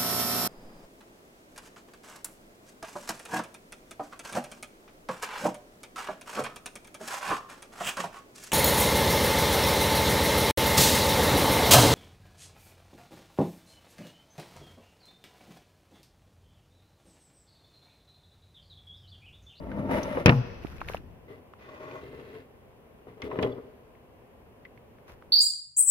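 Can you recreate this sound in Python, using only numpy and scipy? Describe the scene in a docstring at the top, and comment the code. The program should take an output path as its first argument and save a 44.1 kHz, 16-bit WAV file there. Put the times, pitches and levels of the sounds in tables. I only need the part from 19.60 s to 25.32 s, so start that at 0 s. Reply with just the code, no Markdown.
"""A top drawer scrapes inward, binds halfway and slams shut: a wooden cabinet, outdoors on concrete.
The wood catches and slips, each blow rings the cabinet, and the yard's walls answer faintly from a way off.
Fingers tap and rub close to the microphone, and air buffets it as it moves. Then a lower drawer is drawn
out, glides, rests, and is pulled on over its stops. Distant outdoor noise lies under it all."""
import sys
import numpy as np
from scipy import signal
from scipy.fft import rfft, irfft
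from scipy.io import wavfile
from scipy.ndimage import uniform_filter1d

SR = 44100
rng = np.random.default_rng(int(sys.argv[2]) if len(sys.argv) > 2 else 0)


def unload_wav(signal):
    """Save mono or channel-first audio to the path in sys.argv[1] as 16-bit WAV at rate SR, clipped to [-1, 1]."""
    wavfile.write(
        sys.argv[1],
        SR,
        np.round(np.clip(np.atleast_2d(signal).T, -1, 1) * 32767).astype(np.int16),
    )


N = 252252

# How hard the hand drives each stroke. Each row: time in seconds, effort in dB.
PUSH_EFFORT = [(0, -43.5), (0.12, -38), (0.18, -33.5), (0.31, -33.5), (0.42, -36), (0.55, -41), (0.61, -42),
               (0.635, -47.5)]
DRAW_EFFORT = [(1.98, -61.5), (2.13, -46.5), (2.25, -44.5), (2.30, -47), (2.36, -39.5), (2.40, -47.5)]
GLIDE_EFFORT = [(2.41, -50), (2.62, -51), (2.78, -53)]
RUN_OUT_EFFORT = [(3.57, -55), (3.62, -47), (3.69, -45), (3.73, -34.5), (3.78, -42.5), (3.81, -30.5),
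                  (3.86, -34.5), (3.92, -43), (4.05, -64)]
# Spectra of the strokes. Each row: frequency in Hz, relative density in dB.
PUSH_SPECTRUM = [(41, -39), (70, -4.5), (161, -1.5), (193, -2), (467, -9), (599, -2.5), (734, -19),
                 (920, -11), (1130, -20.5), (2030, -23), (3650, -37), (6140, -47), (7520, -60),
                 (10300, -46.5), (15500, -60.5)]
DRAW_SPECTRUM = [(47, -38), (80, -16), (133, -1.5), (216, -15), (257, -3), (436, -5), (556, -4),
                 (621, -2.5), (709, -13.5), (1050, -6), (1290, -14), (2040, -18), (6560, -42.5),
                 (7490, -55), (15500, -56)]
RUN_OUT_SPECTRUM = [(40, -21), (75, -4), (115, -5), (200, -10.5), (270, -2.5), (325, -10), (430, -1.5),
                    (540, -9.5), (780, -19), (1050, -19.5), (1400, -22.5), (2200, -23), (3400, -29.5),
                    (4200, -37), (7500, -48.5), (10000, -40), (15500, -43)]
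# Resonances of the drawer boxes. Each row: frequency in Hz, width in Hz, lift in dB.
TOP_BOX_MODES = [(200, 21, 6), (268, 36, 9.5), (510, 11, 3), (613, 35, 5.5), (890, 59, 6.5),
                 (1300, 140, 5.5), (2050, 30, 6.5), (2330, 60, 5)]
LOWER_BOX_MODES = [(126.4, 8.3, 4.4), (261.6, 37, 5.26), (380, 43, 1.6), (429, 130, 6), (620, 20, 10.6),
                   (1105, 160, 7.7), (2020, 83, 8.4)]
# Spectra of the far background, air on the microphone, the yard's echo, struck panels and rubbed skin.
# Each row: frequency in Hz, relative density in dB.
AIR_SPECTRUM = [(15, -55.5), (25, -14), (69, -3), (140, -6.5), (178, -10.5), (246, -6), (281, -12),
                (433, -6), (848, -15), (919, -16), (1020, -14.5), (1270, -23), (2770, -26.5), (3930, -38),
                (7500, -43.5), (13500, -35.5), (15500, -41.5)]
BUFFET_SPECTRUM = [(20, -7.5), (45, -2), (75, 1.5), (130, -6), (220, -11), (500, -19.5), (1500, -64.5)]
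YARD_SPECTRUM = [(60, -9), (250, -2), (1000, -2.5), (2500, -13.5), (5000, -3.5), (8000, 2.5), (15000, -8)]
PANEL_SPECTRUM = [(200, -12), (500, -2.5), (1050, 2), (1550, -2.5), (1950, 4), (2200, 2), (2500, 6),
                  (2950, 3), (3250, -3), (4050, -8.5), (4900, -5.5), (5700, -8.5), (6600, -16), (7500, -33),
                  (9200, -18.5), (12000, -25), (16000, -27)]
RUSTLE_SPECTRUM = [(200, -3), (700, -1), (1500, 1.5), (2700, -6.5), (4000, -12.5), (6000, -15), (8000, -26),
                   (12000, -14.5), (16000, -27.5)]
# How alike left and right are at the microphone. Each row: frequency in Hz, correlation.
WOOD_LIKENESS = [(60, 0.86), (300, 1), (700, 0.87), (1400, 0.35), (3000, 0.27), (15000, 0.084)]
AIR_LIKENESS = [(60, 0.61), (180, 0.96), (550, 0.42), (1650, -0.074), (4970, -0.46), (15000, -0.39)]
BUFFET_LIKENESS = [(20, .3), (70, 0.53), (200, 1), (1500, .5)]
# Decay of the echo and of the panels. 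Each row: frequency in Hz, seconds to fall 60 dB (t60).
YARD_DECAY = [(100, 0.18), (500, 1.1), (1200, 1), (3000, 2.5), (6000, 0.11), (14000, 0.2)]
PANEL_DECAY = [(300, 0.12), (1000, .1), (2500, 0.028), (5000, 0.031), (10000, 0.024), (16000, 0.024)]
# Gusts on the microphone and skin rubbing beside it. Each row: start and length in seconds, level in dB.
MIC_GUSTS = [(0, 1.415, -44.5), (5.49, 0.042, -57.5), (5.68, 0.04, -62.5)]
SKIN_RUBS = [(0.84, 0.18, -73), (1.03, 0.25, -55.5), (1.291, 0.064, -46), (5.486, 0.034, -53)]
# Dry taps of fingers, knob and runners. Each row: start in seconds, peak in dB before panning,
# pitch in Hz, chatter t60 in seconds, left over right in dB.
CLOSE_TAPS = [(0.07, -36, 650, 0.018, -12), (0.1165, -31, 1620, 0.037, -2), (0.432, -31, 6100, 0.029, -3),
              (0.5735, -18, 503, 0.065, 2), (0.609, -28.5, 540, 0.032, 0), (1.0381, -40, 2480, .015, -7.5),
              (1.0484, -24.5, 323, 0.0068, -17), (1.0698, -35, 2470, 0.0026, 9),
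              (1.2052, -37.5, 2550, 0.045, 3), (1.2154, -22.5, 1070, 0.02, 0),
              (1.2863, -22, 2500, 0.016, 5), (1.299, -25, 560, 0.0072, 4), (1.336, -27.5, 2400, 0.012, 0),
              (1.3462, -17.5, 606, 0.012, 4), (1.3696, -35.5, 2620, 0.026, -1.5),
              (1.9364, -38, 1270, 0.017, -0.5), (2.313, -37.5, 2400, 0.02, 3),
              (3.6195, -31.5, 2144, 0.066, -3), (3.8290, -32, 3260, 0.079, -7),
              (4.3522, -50, 2094, 0.022, 2), (5.0510, -38, 2007, 0.044, 1.5), (5.1756, -47, 2146, .025, -4),
              (5.3853, -48, 1694, 0.016, 0.5), (5.4986, -44.5, 1880, .005, -5),
              (5.522, -49, 900, 0.0088, 0), (5.624, -38.5, 1290, 0.014, -5.5)]
# The cabinet's low modes. Each row: frequency in Hz, relative level in dB, t60 in seconds.
CABINET_MODES = [(62.2, -21.5, 0.049), (105, -7.5, 0.17), (121, -5, 0.67), (147.2, -4.5, 0.2),
                 (184.3, 1.5, 0.12), (235.2, -14.5, 0.51), (262, -3.5, 0.14), (334, 0.5, 0.066),
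                 (393, -7, 0.063), (478.1, -8, 0.39), (520, -16, 0.13), (562, -21, 0.099), (588, -16, 0.21),
                 (719, -17.5, .2), (828, -24, 0.5), (955, -13.5, 0.11), (1026, -21, .18)]
# Blows on runners and stops. Each row: start in seconds, ring and crack gains in dB, treble cutoff in Hz.
DRAWER_BLOWS = [(0.292, -30, -25, 1200), (0.5716, -31.5, -21, 1380), (0.6592, -12.5, -9, 14000),
                (0.668, -28, -17.5, 4500), (0.6806, -16.5, -16.5, 2860), (0.6936, -14, -13, 3520),
                (0.7215, -34, -19, 1520), (3.47, -39.5, -43, 1160), (3.6189, -48, -33.5, 9100),
                (3.713, -39, -27.5, 1660), (3.757, -44, -29, 1210), (3.7885, -26, -26, 2300),
                (3.826, -41.5, -31.5, 13000), (3.831, -29.5, -27.5, 3720), (3.862, -37, -38, 1980),
                (5.499, -43.5, -53, 2500)]
# Snags of the lower drawer. Each row: start and length in seconds, scrape, rumble and rasp gains in dB.
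DRAWER_SHIFTS = [(1.677, 0.12, -47.5, -50.5, -58.5), (2.429, .03, -56, -45, -62),
                 (2.528, .025, -44.5, -55, -81), (2.585, 0.032, -43, -51, -70),
                 (2.74, 0.055, -47, -67, -58), (3.47, 0.077, -49, -50.5, -63),
                 (3.63, 0.051, -47, -36, -48.5), (3.979, 0.026, -38, -48.5, -91)]
# Partials of the runner's squeak. Each row: start and length in seconds, pitch in Hz, level in dB.
SQUEAK_PARTIALS = [(3.915, 0.02, 3370, -50.5), (3.916, .02, 4550, -63)]


def amp(db):
    """Decibels to gain."""
    return 10 ** (np.asarray(db) / 20)


def unit_rms(x):
    """Scales to rms 1."""
    return x / np.sqrt(np.mean(x ** 2) + 1e-20)


def read(points, hz):
    """Reads a table on a log-frequency axis."""
    f, value = np.transpose(points)
    return np.interp(np.log(hz + 1), np.log(f + 1), value)


def bins(x):
    """Frequencies of the spectrum of x."""
    return np.fft.rfftfreq(x.shape[-1], 1 / SR)


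def shaped(x, gain):
    """Filters with one gain per frequency."""
    return irfft(rfft(x) * gain, x.shape[-1])


def cut(x, hz, kind, order=2):
    """Causal low-pass or high-pass."""
    return signal.sosfilt(signal.butter(order, min(hz, SR / 2 - 1), kind, fs=SR, output="sos"), x)


def pan(db):
    """Stereo gains, left over right by db."""
    return amp(np.array([[db], [-db]]) / 2)


def add(mix, s, sound):
    """Mixes a stereo sound in at s seconds."""
    part = mix[:, max(round(s * SR), 0):][:, :sound.shape[1]]
    part += sound[:, :part.shape[1]]


def noise(spectrum, likeness, size):
    """Coloured stereo noise, partly alike in both channels."""
    left, other = rng.standard_normal((2, size))
    hz = bins(left)
    same = np.clip(read(likeness, hz), -1, 1)
    right = shaped(left, same) + shaped(other, np.sqrt(1 - same ** 2))
    return unit_rms(shaped(np.array([left, right]), amp(read(spectrum, hz))))


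def wobble(size, span):
    """A random curve of rms 1, smoothed over span points."""
    return unit_rms(uniform_filter1d(rng.standard_normal(size), size=span))


def decay(t, t60):
    """Gain that falls 60 dB in t60 seconds."""
    return np.exp(-np.log(1000) * t / t60)


def dying(x, t60_table, count=9):
    """Lets every band of x die away at its own speed."""
    t, centres = np.arange(x.shape[1]) / SR, np.geomspace(60, 16000, count)
    bands = (shaped(x, read(np.c_[centres, share], bins(x))) for share in np.eye(count))
    return sum(band * decay(t, read(t60_table, hz)) for band, hz in zip(bands, centres))


def swells(rows, attack_s, release_s):
    """Gain that rises just before each event, holds for its length and dies away."""
    t, gain = np.arange(N) / SR, np.zeros(N)
    for s, length, db in rows:
        rise = np.clip(1 + (t - s) / attack_s, 0, 1)
        gain += amp(db) * rise * np.exp(-np.maximum(t - s - length, 0) / release_s)
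    return gain


def slide(stroke, spectrum, box, scrape_db, rumble_db, rasp_db, slips_per_s, spread_db, catch_db,
          rasp_follow=1, boom_db_per_s=0, binds=False, bind_s=0.285, attack_s=0.0024, release_s=0.05):
    """Wood catches and slips on wood: uneven clicks ring the drawer box. Returns start and sound."""
    times, effort_db = np.transpose(stroke)
    start, end = times[0], times[-1]
    t = start + np.arange(65536) / SR
    strength = amp(spread_db * np.minimum(rng.exponential(1, len(t)), 4))
    # rough patches along the runner make the slips swell in bunches
    strength *= amp(catch_db * unit_rms(cut(rng.standard_normal(len(t)), 21, "low")))
    slips = strength * rng.choice([-1, 1], len(t)) * (rng.random(len(t)) < slips_per_s / SR)
    hz = bins(slips)
    # bass reaches both sides alike; in the treble each side gets its own strength and sign
    scattered = slips * rng.standard_normal((2, len(t)))
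    same = np.clip(read(WOOD_LIKENESS, hz), 0, 1)
    drive = shaped(slips, np.sqrt(same)) + shaped(scattered, np.sqrt(1 - same))
    # above the few strong resonances, crowded panel modes ripple the response
    ripple_db = 3 * wobble(len(hz), span=110) * hz ** 2 / (hz ** 2 + 700 ** 2)
    modes_db = sum(db / (1 + (2 * (hz - f) / width) ** 2) for f, width, db in box)
    body = amp(read(spectrum, hz) + ripple_db + modes_db)
    low = 1 / (1 + (hz / 350) ** 6)
    high = 1 - 1 / (1 + (hz / 1500) ** 6)
    fine = 1 - 1 / (1 + (hz / 7000) ** 8)
    effort, top = np.interp(t, times, effort_db), effort_db.max()
    # once bound, the drawer scrapes and rasps harder; the first bite is the hardest
    bound = binds * np.clip((t - bind_s) / 0.028, 0, 1)
    bite_db = bound * (8 + 5 * np.exp(-abs(t - bind_s) / 0.028))
    treble_db = rasp_db + 14.5 * bound
    boom_db = boom_db_per_s * (t - times.mean())  # the box booms more the further it hangs out
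    bands = [(low, effort + rumble_db + boom_db),
             (1 - low - high, effort + scrape_db + bite_db),
             (high * (1 - fine), top + rasp_follow * (effort - top) + treble_db),
             (fine, effort + treble_db - 15.5)]  # the finest grain fizzes
    moving = np.interp(t, [start, start + attack_s, end, end + release_s], [0, 1, 1, 0])
    return start, moving * sum(unit_rms(shaped(drive, body * share)) * amp(db) for share, db in bands)


def outdoors(level_db=-54.5):
    """A steady distant wash with a thin hiss on top."""
    return noise(AIR_SPECTRUM, AIR_LIKENESS, N) * amp(level_db) * pan(1)


def buffeting():
    """Air hits the microphone in low, uneven lumps while it is moved about."""
    lumps = amp(unit_rms(cut(rng.standard_normal(N), 14, "low")))
    wind = unit_rms(noise(BUFFET_SPECTRUM, BUFFET_LIKENESS, N) * lumps)
    return wind * swells(MIC_GUSTS, attack_s=0.022, release_s=0.12) * pan(3.7)


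def yard_echo(x, echo_db=-23, build_s=0.02):
    """Walls some way off return a faint, long tail."""
    tail = dying(noise(YARD_SPECTRUM, AIR_LIKENESS, size=60000), YARD_DECAY)
    t = np.arange(tail.shape[1]) / SR
    tail *= 1 - np.exp(-(t / build_s) ** 2)
    return amp(echo_db) * signal.fftconvolve(x, tail / np.linalg.norm(tail[0]), axes=1)[:, :N]


def tap(peak_db, hz, chatter_t60, pan_db, soft_hz=3400, size=4096):
    """Close up, a click and its brief chatter ring one resonance, softened by the fingertip."""
    t = np.arange(size) / SR
    touch = 0.35 * rng.standard_normal((2, size)) * decay(t, chatter_t60)
    touch[:, 0] += 2  # the click
    sharpness = 1 + 0.091 * hz * chatter_t60  # flesh thuds, a hard contact rings
    ring = signal.lfilter(*signal.iirpeak(hz, sharpness, fs=SR), touch)
    crisp_edge = 0.18 * cut(touch, 2 * hz, "low", order=1) * hz / SR
    sound = cut(ring, min(2 * hz, soft_hz), "low") + crisp_edge
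    return amp(peak_db) * pan(pan_db) * sound / abs(sound).max()


def knock(ring_db, crack_db, dull_hz, seat_s=0.18, full_blow_db=-10):
    """A blow rings the cabinet's low modes and the crowded upper modes of its panels."""
    t = np.arange(20000) / SR
    ring = -sum(amp(db) * np.sin(2 * np.pi * hz * t) * decay(t, t60) for hz, db, t60 in CABINET_MODES)
    ring *= np.exp(-(t / seat_s) ** 4)  # the drawer settles against the frame and chokes the ring
    sound = np.tile(amp(ring_db) * ring, (2, 1))
    crack = dying(noise(PANEL_SPECTRUM, WOOD_LIKENESS, size=6000), PANEL_DECAY)
    add(sound, 0, amp(crack_db) * crack)
    # a soft blow lacks treble; a light one cannot move the whole cabinet and loses bass
    thin_hz = 62 * 2 ** ((full_blow_db - ring_db) / 10)
    return cut(cut(sound, dull_hz, "low", order=3), thin_hz, "high")


def judder(level_db=-20, mode_hz=122.4, excess_hz=30, sag_s=0.045):
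    """The slammed drawer shakes, sagging onto a low cabinet mode and rattling once a swing, then grips."""
    corners = np.cumsum([0, 0.026, 0.06, 0.042])  # attack, hold and release in seconds
    t = np.arange(0, corners[-1], 1 / SR)
    rate_hz = mode_hz + excess_hz * np.exp(-t / sag_s)
    swing = np.sin(2 * np.pi * np.cumsum(rate_hz) / SR)
    rattle = noise(RUSTLE_SPECTRUM, WOOD_LIKENESS, size=16384)[:, :len(t)]
    rattle *= (1 + swing / 2) * decay(t, t60=0.4) * np.interp(t, corners, [1, 1, 1, 0])
    return amp(level_db) * (swing * np.interp(t, corners, [0, 1, 1, 0]) + amp(-24) * rattle)


def rubbing(grain_db=3.5, ticks_per_s=16, tick_hz=1710):
    """Skin rubs right by the microphone: a grainy rustle with faint ticks of skin and nail."""
    grain = amp(grain_db * wobble(N, span=90))
    rustle = unit_rms(noise(RUSTLE_SPECTRUM, AIR_LIKENESS, N) * grain)
    rustle *= swells(SKIN_RUBS, attack_s=0.019, release_s=0.02)
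    for s, length, _ in SKIN_RUBS:
        for when, height in rng.random((int(length * ticks_per_s), 2)):
            tick = tap(peak_db=-41.5, hz=tick_hz * 2 ** (height - 0.5), chatter_t60=0.017, pan_db=0)
            add(rustle, s + when * length, tick)
    return rustle


def shift(s, length_s, scrape_db, rumble_db, rasp_db, edge_db=-10):
    """A very short stroke of the lower drawer swells and eases off."""
    stroke = [(s, edge_db), (s + 0.22 * length_s, 0), (s + length_s, edge_db)]
    return slide(stroke, RUN_OUT_SPECTRUM, LOWER_BOX_MODES, scrape_db, rumble_db, rasp_db,
                 slips_per_s=4400, spread_db=-0.9, catch_db=-0.5, release_s=0.0083)


def squeak(length_s, hz, db, waver=0.02):
    """The runner sticks and slips in a brief, unsteady tone as the drawer slows."""
    size = round(length_s * SR)
    pitch = hz * (1 + waver * wobble(size, span=60))
    tone = np.sin(2 * np.pi * np.cumsum(pitch) / SR)
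    return np.tile(amp(db) * np.hanning(size) * tone, (2, 1))


def drawers(right_lag_s=0.00024):
    """Both drawers slide and knock, a little to the left of the microphone."""
    wood = np.zeros((2, N))
    add(wood, *slide(PUSH_EFFORT, PUSH_SPECTRUM, TOP_BOX_MODES, scrape_db=-5, rumble_db=0,
                     rasp_db=-22.5, slips_per_s=7000, spread_db=1, catch_db=1.5,
                     rasp_follow=0.83, binds=True))
    add(wood, *slide(DRAW_EFFORT, DRAW_SPECTRUM, LOWER_BOX_MODES, scrape_db=-2, rumble_db=-8.5,
                     rasp_db=-12.5, slips_per_s=6000, spread_db=0, catch_db=1.4,
                     rasp_follow=0.38, attack_s=0.017))
    add(wood, *slide(GLIDE_EFFORT, RUN_OUT_SPECTRUM, LOWER_BOX_MODES, scrape_db=0.5, rumble_db=-2,
                     rasp_db=-7, slips_per_s=5500, spread_db=1.5, catch_db=1.4,
                     rasp_follow=0.53, release_s=0.079))
    add(wood, *slide(RUN_OUT_EFFORT, RUN_OUT_SPECTRUM, LOWER_BOX_MODES, scrape_db=2.6, rumble_db=-4,
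                     rasp_db=-18.5, slips_per_s=3200, spread_db=2, catch_db=2.3,
                     rasp_follow=0.98, boom_db_per_s=28))
    for row in DRAWER_SHIFTS:
        add(wood, *shift(*row))
    for s, *blow in DRAWER_BLOWS:
        add(wood, s, knock(*blow))
    for s, *partial in SQUEAK_PARTIALS:
        add(wood, s, squeak(*partial))
    add(wood, 0.70, judder())
    # the body of the sound is stronger on the left; the right side hears it all a moment later
    wood += (pan(3.2) - 1) * cut(wood, 1500, "low", order=1)
    lags_s = np.array([[0], [right_lag_s]])
    return shaped(wood, np.exp(-2j * np.pi * bins(wood) * lags_s))


def scene():
    """Open air far off, the cabinet and its echo, and dry handling sounds at the microphone."""
    air, wood = outdoors(), drawers()
    mix = air + wood + yard_echo(wood) + buffeting() + rubbing()
    for s, *touch in CLOSE_TAPS:
        add(mix, s, tap(*touch))
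    return mix


def record(dry, edge_hz=15850):
    """The loudest peaks are rounded off at full scale, then the highest treble is cut."""
    rounded = dry / (1 + dry ** 6) ** (1 / 6)
    low_pass = signal.firwin(511, edge_hz, window=("kaiser", 9), fs=SR)
    return signal.oaconvolve(rounded, low_pass[None], "same")


dry = scene()
out = record(dry)
unload_wav(out)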